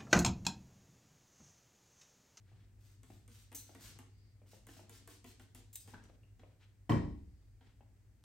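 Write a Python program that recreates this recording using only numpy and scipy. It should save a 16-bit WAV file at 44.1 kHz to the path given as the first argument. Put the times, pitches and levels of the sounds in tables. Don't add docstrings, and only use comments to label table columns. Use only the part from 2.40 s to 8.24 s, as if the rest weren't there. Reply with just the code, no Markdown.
import sys
import numpy as np
from scipy import signal
from scipy.fft import rfft, irfft, next_fast_len
from scipy.io import wavfile
from scipy.ndimage import map_coordinates

SR = 44100
rng = np.random.default_rng(int(sys.argv[2]) if len(sys.argv) > 2 else 0)


def waveform_to_disk(signal):
    frames = np.transpose(np.atleast_2d(signal))
    scaled = np.clip(frames, -1, 1) * 32767
    samples = np.round(scaled).astype(np.int16)
    wavfile.write(sys.argv[1], SR, samples)


N = 257499
T = np.arange(SR) / SR
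SCENE_T = np.arange(N) / SR
SIDES = np.array([[0.5], [-0.5]])

# (time [s], nominal jet length [s], mist [dB], tick [dB], knock [dB])
SQUEEZES = [(.39, .18, -71.5, -79, -83), (0.632, 0.21, -71, -54, -63.5), (0.878, 0.21, -65.5, -54, -62.5),
            (1.127, 0.38, -69, -52, -58.5), (1.392, .14, -55, -72, -67), (2.06, 0.16, -66.5, -78, -72.5),
            (2.268, 0.19, -64.5, -50, -59.5), (2.495, 0.13, -63, -49.5, -57), (2.675, .11, -61, -49, -55.5),
            (2.843, 0.099, -62.5, -52.5, -55), (2.996, 0.052, -68.5, -55, -58.5),
            (3.148, 0.059, -63, -51, -58), (3.475, 0.081, -64.5, -52, -59)]


def amp(db):
    return 10 ** (np.asarray(db) / 20)


def along(points, hz):
    knots_hz, values = np.transpose(points)
    return np.interp(np.log(hz + 1), np.log(knots_hz + 1), values)


def fade(t60_s, attack_s):
    return np.exp(-np.log(1000) * T / t60_s) * (1 - np.exp(-T / attack_s))


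def burst(t60_s, attack_s):
    return rng.standard_normal(SR) * fade(t60_s, attack_s)


def arch(t, length):
    return np.abs(np.sin(np.pi * np.clip(t / length, 0, 1)))


def swells(rows):
    return sum(amp(db) * arch(SCENE_T - start_s, length_s) for start_s, length_s, db in rows)


def wobble(rate_hz):
    knots = rng.standard_normal(int(N * rate_hz / SR) + 4)
    return map_coordinates(knots, [np.arange(N) * rate_hz / SR])


def add(track, start_s, x):
    span = track[..., round(start_s * SR):][..., :x.shape[-1]]
    span += x[..., :span.shape[-1]]


def filtered(x, response):
    n = x.shape[-1]
    size = next_fast_len(n + SR // 4)
    return irfft(rfft(x, size) * response(np.fft.rfftfreq(size, 1 / SR)), size)[..., :n]


def coloured(x, spectrum, size=4096):
    gain = amp(along(spectrum, np.fft.rfftfreq(size, 1 / SR)))
    cepstrum = irfft(np.log(gain))
    cepstrum[1:size // 2] *= 2
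    cepstrum[size // 2 + 1:] = 0
    kernel = irfft(np.exp(rfft(cepstrum)))
    return signal.fftconvolve(x, kernel / np.linalg.norm(kernel))[:len(x)]


def resonant(x, modes):
    def response(hz):
        bank = sum((-1) ** k * amp(db) * 1j * hz * width / (centre ** 2 - hz ** 2 + 1j * hz * width)
                   for k, (centre, width, db) in enumerate(modes))
        return bank / np.sqrt(np.mean(np.abs(bank) ** 2))
    return filtered(x, response)


def diffuse(pair):
    # (frequency [Hz], correlation [-])
    likeness = [(50, 0.89), (130, 0.82), (260, 0.87), (520, 0.54), (1000, 0.41), (2000, 0.34),
                (12000, 0.093)]

    def weights(hz):
        angle = np.arccos(np.clip(along(likeness, hz), -1, 1)) / 2
        return np.array([np.cos(angle), np.sin(angle)])
    mid, side = filtered(pair, weights)
    return np.array([mid + side, mid - side])


def field(spectrum):
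    noise = diffuse(filtered(rng.standard_normal((2, N)), lambda hz: amp(along(spectrum, hz))))
    return noise / np.sqrt(np.mean(noise ** 2) + 1e-20)


def in_salon(x, wet_db, left_db, lead_ms=0.021):
    # (frequency [Hz], t60 [s])
    decay = [(80, 0.71), (250, 0.6), (700, 0.42), (2000, 0.42), (4000, 0.54), (8000, 0.42), (15000, 0.097)]
    hz, t, bands = signal.stft(rng.standard_normal((2, SR * 3 // 4)), SR, nperseg=256)
    bands *= np.exp(-np.log(1000) * t / along(decay, hz)[:, None])
    tail = signal.istft(bands, SR, nperseg=256)[1]
    onset = 1 - np.exp(-T[:tail.shape[1]] / 0.00094)
    tail = diffuse(tail * onset)
    reverb = signal.fftconvolve(x[None], tail / np.linalg.norm(tail[0]), axes=1)[:, :SR]
    direct = filtered(x, lambda hz: np.exp(2j * np.pi * hz * SIDES * lead_ms / 1000))
    return (direct + amp(wet_db) * reverb) * amp(SIDES * left_db)


def background(hum_hz=100, hum_db=-62, sink_from_s=5.3, sink_db_per_s=17, hiss_rest_db=-99):
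    # (frequency [Hz], gain [dB])
    air_spectrum = [(18, -57), (30, -19), (45, 0.5), (60, -1.5), (80, -9.5), (110, 2), (140, -17.5),
                    (280, -20), (560, -31.5), (1100, -38), (1900, -35), (3400, -44), (8200, -40),
                    (11000, -43.5), (16000, -45.5)]
    # (centre [Hz], width [Hz], gain [dB])
    hiss_bands = [(2090, 290, -3), (4760, 450, 0.5)]
    # (start [s], length [s], level [dB])
    hiss_swells = [(1.66, 0.35, -81.5), (4.78, 0.41, -90.5)]
    sink_db = sink_db_per_s * np.maximum(SCENE_T - sink_from_s, 0)
    hum_gain = amp(hum_db - sink_db + 1.8 * wobble(5))
    hum = hum_gain * np.sin(2 * np.pi * hum_hz * SCENE_T + 0.39 * wobble(11))
    air = amp(-65 + 0.4 * wobble(3.32)) * field(air_spectrum)
    hiss_gain = amp(hiss_rest_db) + swells(hiss_swells)
    hiss = hiss_gain * resonant(rng.standard_normal((2, N)), hiss_bands)
    return (hum + air + hiss) * amp(SIDES)


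def clothes(rest_db=-84):
    # (start [s], length [s], rustle [dB], swish [dB])
    moves = [(0.0, 0.34, -77.5, -79.5), (1.228, 0.47, -70, -90), (2.097, 1.0, -76, -97),
             (3.434, .34, -64.5, -79), (4.0, 0.21, -75.5, -91), (4.187, 0.071, -82, -72),
             (5.204, 0.15, -74.5, -77)]
    # (frequency [Hz], gain [dB])
    rustle_spectrum = [(100, 2), (220, -0.5), (500, -13), (1500, -21.5), (4000, -22), (8000, -34),
                       (16000, -59)]
    # (frequency [Hz], gain [dB])
    sleeve_spectrum = [(300, -12), (1500, 2.5), (3400, -0.5), (6000, -9), (16000, -26)]
    crumple = amp(rest_db) + swells(move[:3] for move in moves)
    patches = amp(2.24 * wobble(14) + 3.4 * wobble(70))
    out = crumple * patches * field(rustle_spectrum) * amp(SIDES)
    for start_s, length_s, _, swish_db in moves:
        speed = arch(T, length_s) * amp(3.1 * wobble(27)[:SR])
        swish = amp(swish_db - 5) * speed * coloured(rng.standard_normal(SR), sleeve_spectrum)
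        add(out, start_s, in_salon(swish, wet_db=-4.5, left_db=2.5))
    return out


def taps():
    # (time [s], level [dB], ring [Hz])
    contacts = [(.117, -69, 698), (0.702, -56, 726), (1.293, -55.5, 700), (2.017, -63.5, 510),
                (2.133, -56.5, 580), (2.367, -61, 680), (2.393, -55, 690), (3.537, -51, 870),
                (3.543, -51, 1580), (3.698, -60.5, 550), (3.834, -69.5, 2760), (4.034, -57, 616),
                (5.407, -61, 750)]
    # (frequency [Hz], gain [dB])
    sole_spectrum = [(60, -33), (200, 13), (600, 4), (1500, -10), (3000, -10), (8000, -76), (16000, -46.5)]
    out = np.zeros((2, N))
    for start_s, db, ring_hz in contacts:
        scuff = amp(0.5) * coloured(burst(0.044, attack_s=0.0006), sole_spectrum)
        ring = amp(9.5) * fade(0.014, attack_s=0.00046) * np.sin(2 * np.pi * ring_hz * T)
        add(out, start_s, in_salon(amp(db) * (scuff + ring), wet_db=-2, left_db=2, lead_ms=0.028))
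    return out


def trigger(firm_edge_hz=15700, firm_db=-51, db_per_octave=5.5):
    # (time [s], tick [dB], knock [dB])
    clacks = [(1.117, -54, -58), (1.349, -54, -56), (1.588, -51, -57), (2.286, -55, -57.5),
              (3.639, -55.5, -70), (3.994, -58, -62.5), (5.208, -72, -65.5)]
    # (frequency [Hz], gain [dB])
    tick_spectrum = [(500, -7), (2500, -18), (5000, -6), (8000, 4.5), (12000, 7), (16000, 2)]
    # (centre [Hz], width [Hz], gain [dB])
    pump_modes = [(812, 210, 3), (1475, 390, -0.5), (1880, 230, 2), (3000, 1050, -5)]
    # (frequency [Hz], gain [dB], t60 [s])
    bottle_modes = [(256, 0.5, 0.11), (342.7, -3.5, 0.1), (446.4, -1, 0.057), (655, -5.5, 0.045)]
    out = np.zeros((2, N))
    for start_s, *_, tick_db, knock_db in SQUEEZES + clacks:
        edge_hz = firm_edge_hz * 2 ** ((tick_db - firm_db) / db_per_octave)
        tick = coloured(burst(0.011, attack_s=0.00033), tick_spectrum)
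        tick = filtered(tick, lambda hz: 1 / (1 + (hz / edge_hz) ** 4))
        snap = amp(knock_db + 1.1) * resonant(burst(0.04, attack_s=0.00087), pump_modes)
        knock = np.zeros(SR)
        for hz, db, t60_s in bottle_modes:
            detuned_hz = hz * rng.normal(1, 0.048)
            knock += amp(knock_db + db) * fade(t60_s, attack_s=0.0025) * np.sin(2 * np.pi * detuned_hz * T)
        add(out, start_s, in_salon(amp(tick_db + 6.5) * tick, wet_db=-0.5, left_db=0.6))
        add(out, start_s, in_salon(snap + knock, wet_db=0.6, left_db=0.9))
    return out


def mist(skew=0.76):
    # (frequency [Hz], gain [dB])
    jet_spectrum = [(300, -18), (700, -12), (1500, -2.5), (5000, -1), (8300, -1.5), (11500, -2.5),
                    (15300, -1), (16200, -6)]
    out = np.zeros((2, N))
    for start_s, length_s, db, _, _ in SQUEEZES:
        pressure = arch((T / length_s) ** skew, 0.97)
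        sputter = amp(3 * wobble(305.7)[:SR])
        jet = coloured(rng.standard_normal(SR) * sputter, jet_spectrum) * pressure
        add(out, start_s, in_salon(amp(db - 3.5) * jet, wet_db=1.5, left_db=1))
    return out


def spits(whistle_width_hz=220):
    # (time [s], level [dB], t60 [s], whistle [Hz])
    puffs = [(1.147, -45.5, 0.24, 6150), (1.185, -55.5, 0.18, 4070), (3.329, -56, 0.19, 7300),
             (3.355, -39, 0.043, 8140), (3.362, -57, 0.11, 3740), (3.401, -59, 0.2, 5000)]
    # (frequency [Hz], gain [dB])
    hiss_spectrum = [(1000, -21.5), (3000, -10), (4000, -8), (4800, -12), (6200, -5.5), (8300, 1),
                     (11500, -1), (15500, 6.5), (16500, -14.5)]
    out = np.zeros((2, N))
    for start_s, db, t60_s, hz in puffs:
        hiss = coloured(burst(t60_s, attack_s=0.00082), hiss_spectrum)
        whistle = amp(-7.5) * resonant(burst(t60_s, attack_s=0.001), [(hz, whistle_width_hz, 0)])
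        add(out, start_s, in_salon(amp(db + 2) * (hiss + whistle), wet_db=-5, left_db=1.3))
    return out


def thump(boom_db=-24, attack_cycles=3.6, blur_rad_per_s=5, clink_hz=3100):
    # (time [s], crack [dB], clink [dB])
    impacts = [(4.494, -27, -36.5), (4.520, -40, -31.5)]
    # (frequency [Hz], gain [dB], t60 [s])
    counter_modes = [(42.7, -16.5, 1.2), (61.3, -19.5, 1.76), (84.3, -9, 0.87), (114.4, 6, 0.32),
                     (152.1, 0.5, 0.51), (199.5, -9.5, 0.65), (232, -8.5, 0.55), (279, -10, 0.634),
                     (361, -15.5, 0.53), (439.3, -15, 0.54), (559, -19, 0.36), (651, -22.5, 0.48),
                     (796, -21.5, 0.56), (1020, -25, .3), (1050, -11, 0.28), (1164, -27, 0.3),
                     (1225, -32, .3), (2030, -39, 0.59), (2370, -33, 0.45)]
    # (frequency [Hz], gain [dB])
    crack_spectrum = [(70, -25), (170, -4.5), (300, -8), (420, -12.5), (700, -20.5), (880, -21.5),
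                      (1080, -14.5), (1400, -29.5), (2050, -27), (2750, -34.5), (3150, -49.5), (3550, -43),
                      (5000, -42), (8000, -50), (16000, -50)]
    boom = np.zeros(SR)
    for k, (hz, db, t60_s) in enumerate(counter_modes):
        phase = 2 * np.pi * hz * T + blur_rad_per_s * T * wobble(24.8)[:SR]
        boom += (-1) ** k * amp(db) * fade(t60_s, attack_s=attack_cycles / hz) * np.sin(phase)
    out = np.zeros((2, N))
    boom_start_s = impacts[0][0] + 0.00314
    add(out, boom_start_s, in_salon(amp(boom_db) * boom, wet_db=-16.5, left_db=0, lead_ms=0.54))
    for start_s, crack_db, clink_db in impacts:
        crack = amp(crack_db + 5.5) * coloured(burst(0.053, attack_s=0.0028), crack_spectrum)
        clink = amp(clink_db) * fade(0.016, attack_s=0.001) * np.sin(2 * np.pi * clink_hz * T)
        add(out, start_s, in_salon(crack, wet_db=3.5, left_db=3, lead_ms=0.031))
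        add(out, start_s, in_salon(clink, wet_db=-9.5, left_db=0))
    return out


def scene():
    return mist() + spits() + trigger() + taps() + clothes() + thump() + background()


def record(dry, bottom_hz=33, top_hz=16100):
    # (centre [Hz], width [Hz])
    dips = [(10200, 1320), (13850, 1200)]

    def response(hz):
        low_cut = (1j * hz) ** 2 / (bottom_hz ** 2 - hz ** 2 + 1j * hz * bottom_hz)
        notches = [1 - 0.95 * np.exp(-((hz - centre) / (width / 2)) ** 4) for centre, width in dips]
        return low_cut * np.prod(notches, axis=0) * (hz < top_hz)
    return filtered(dry, response)


dry = scene()
out = record(dry)
waveform_to_disk(out)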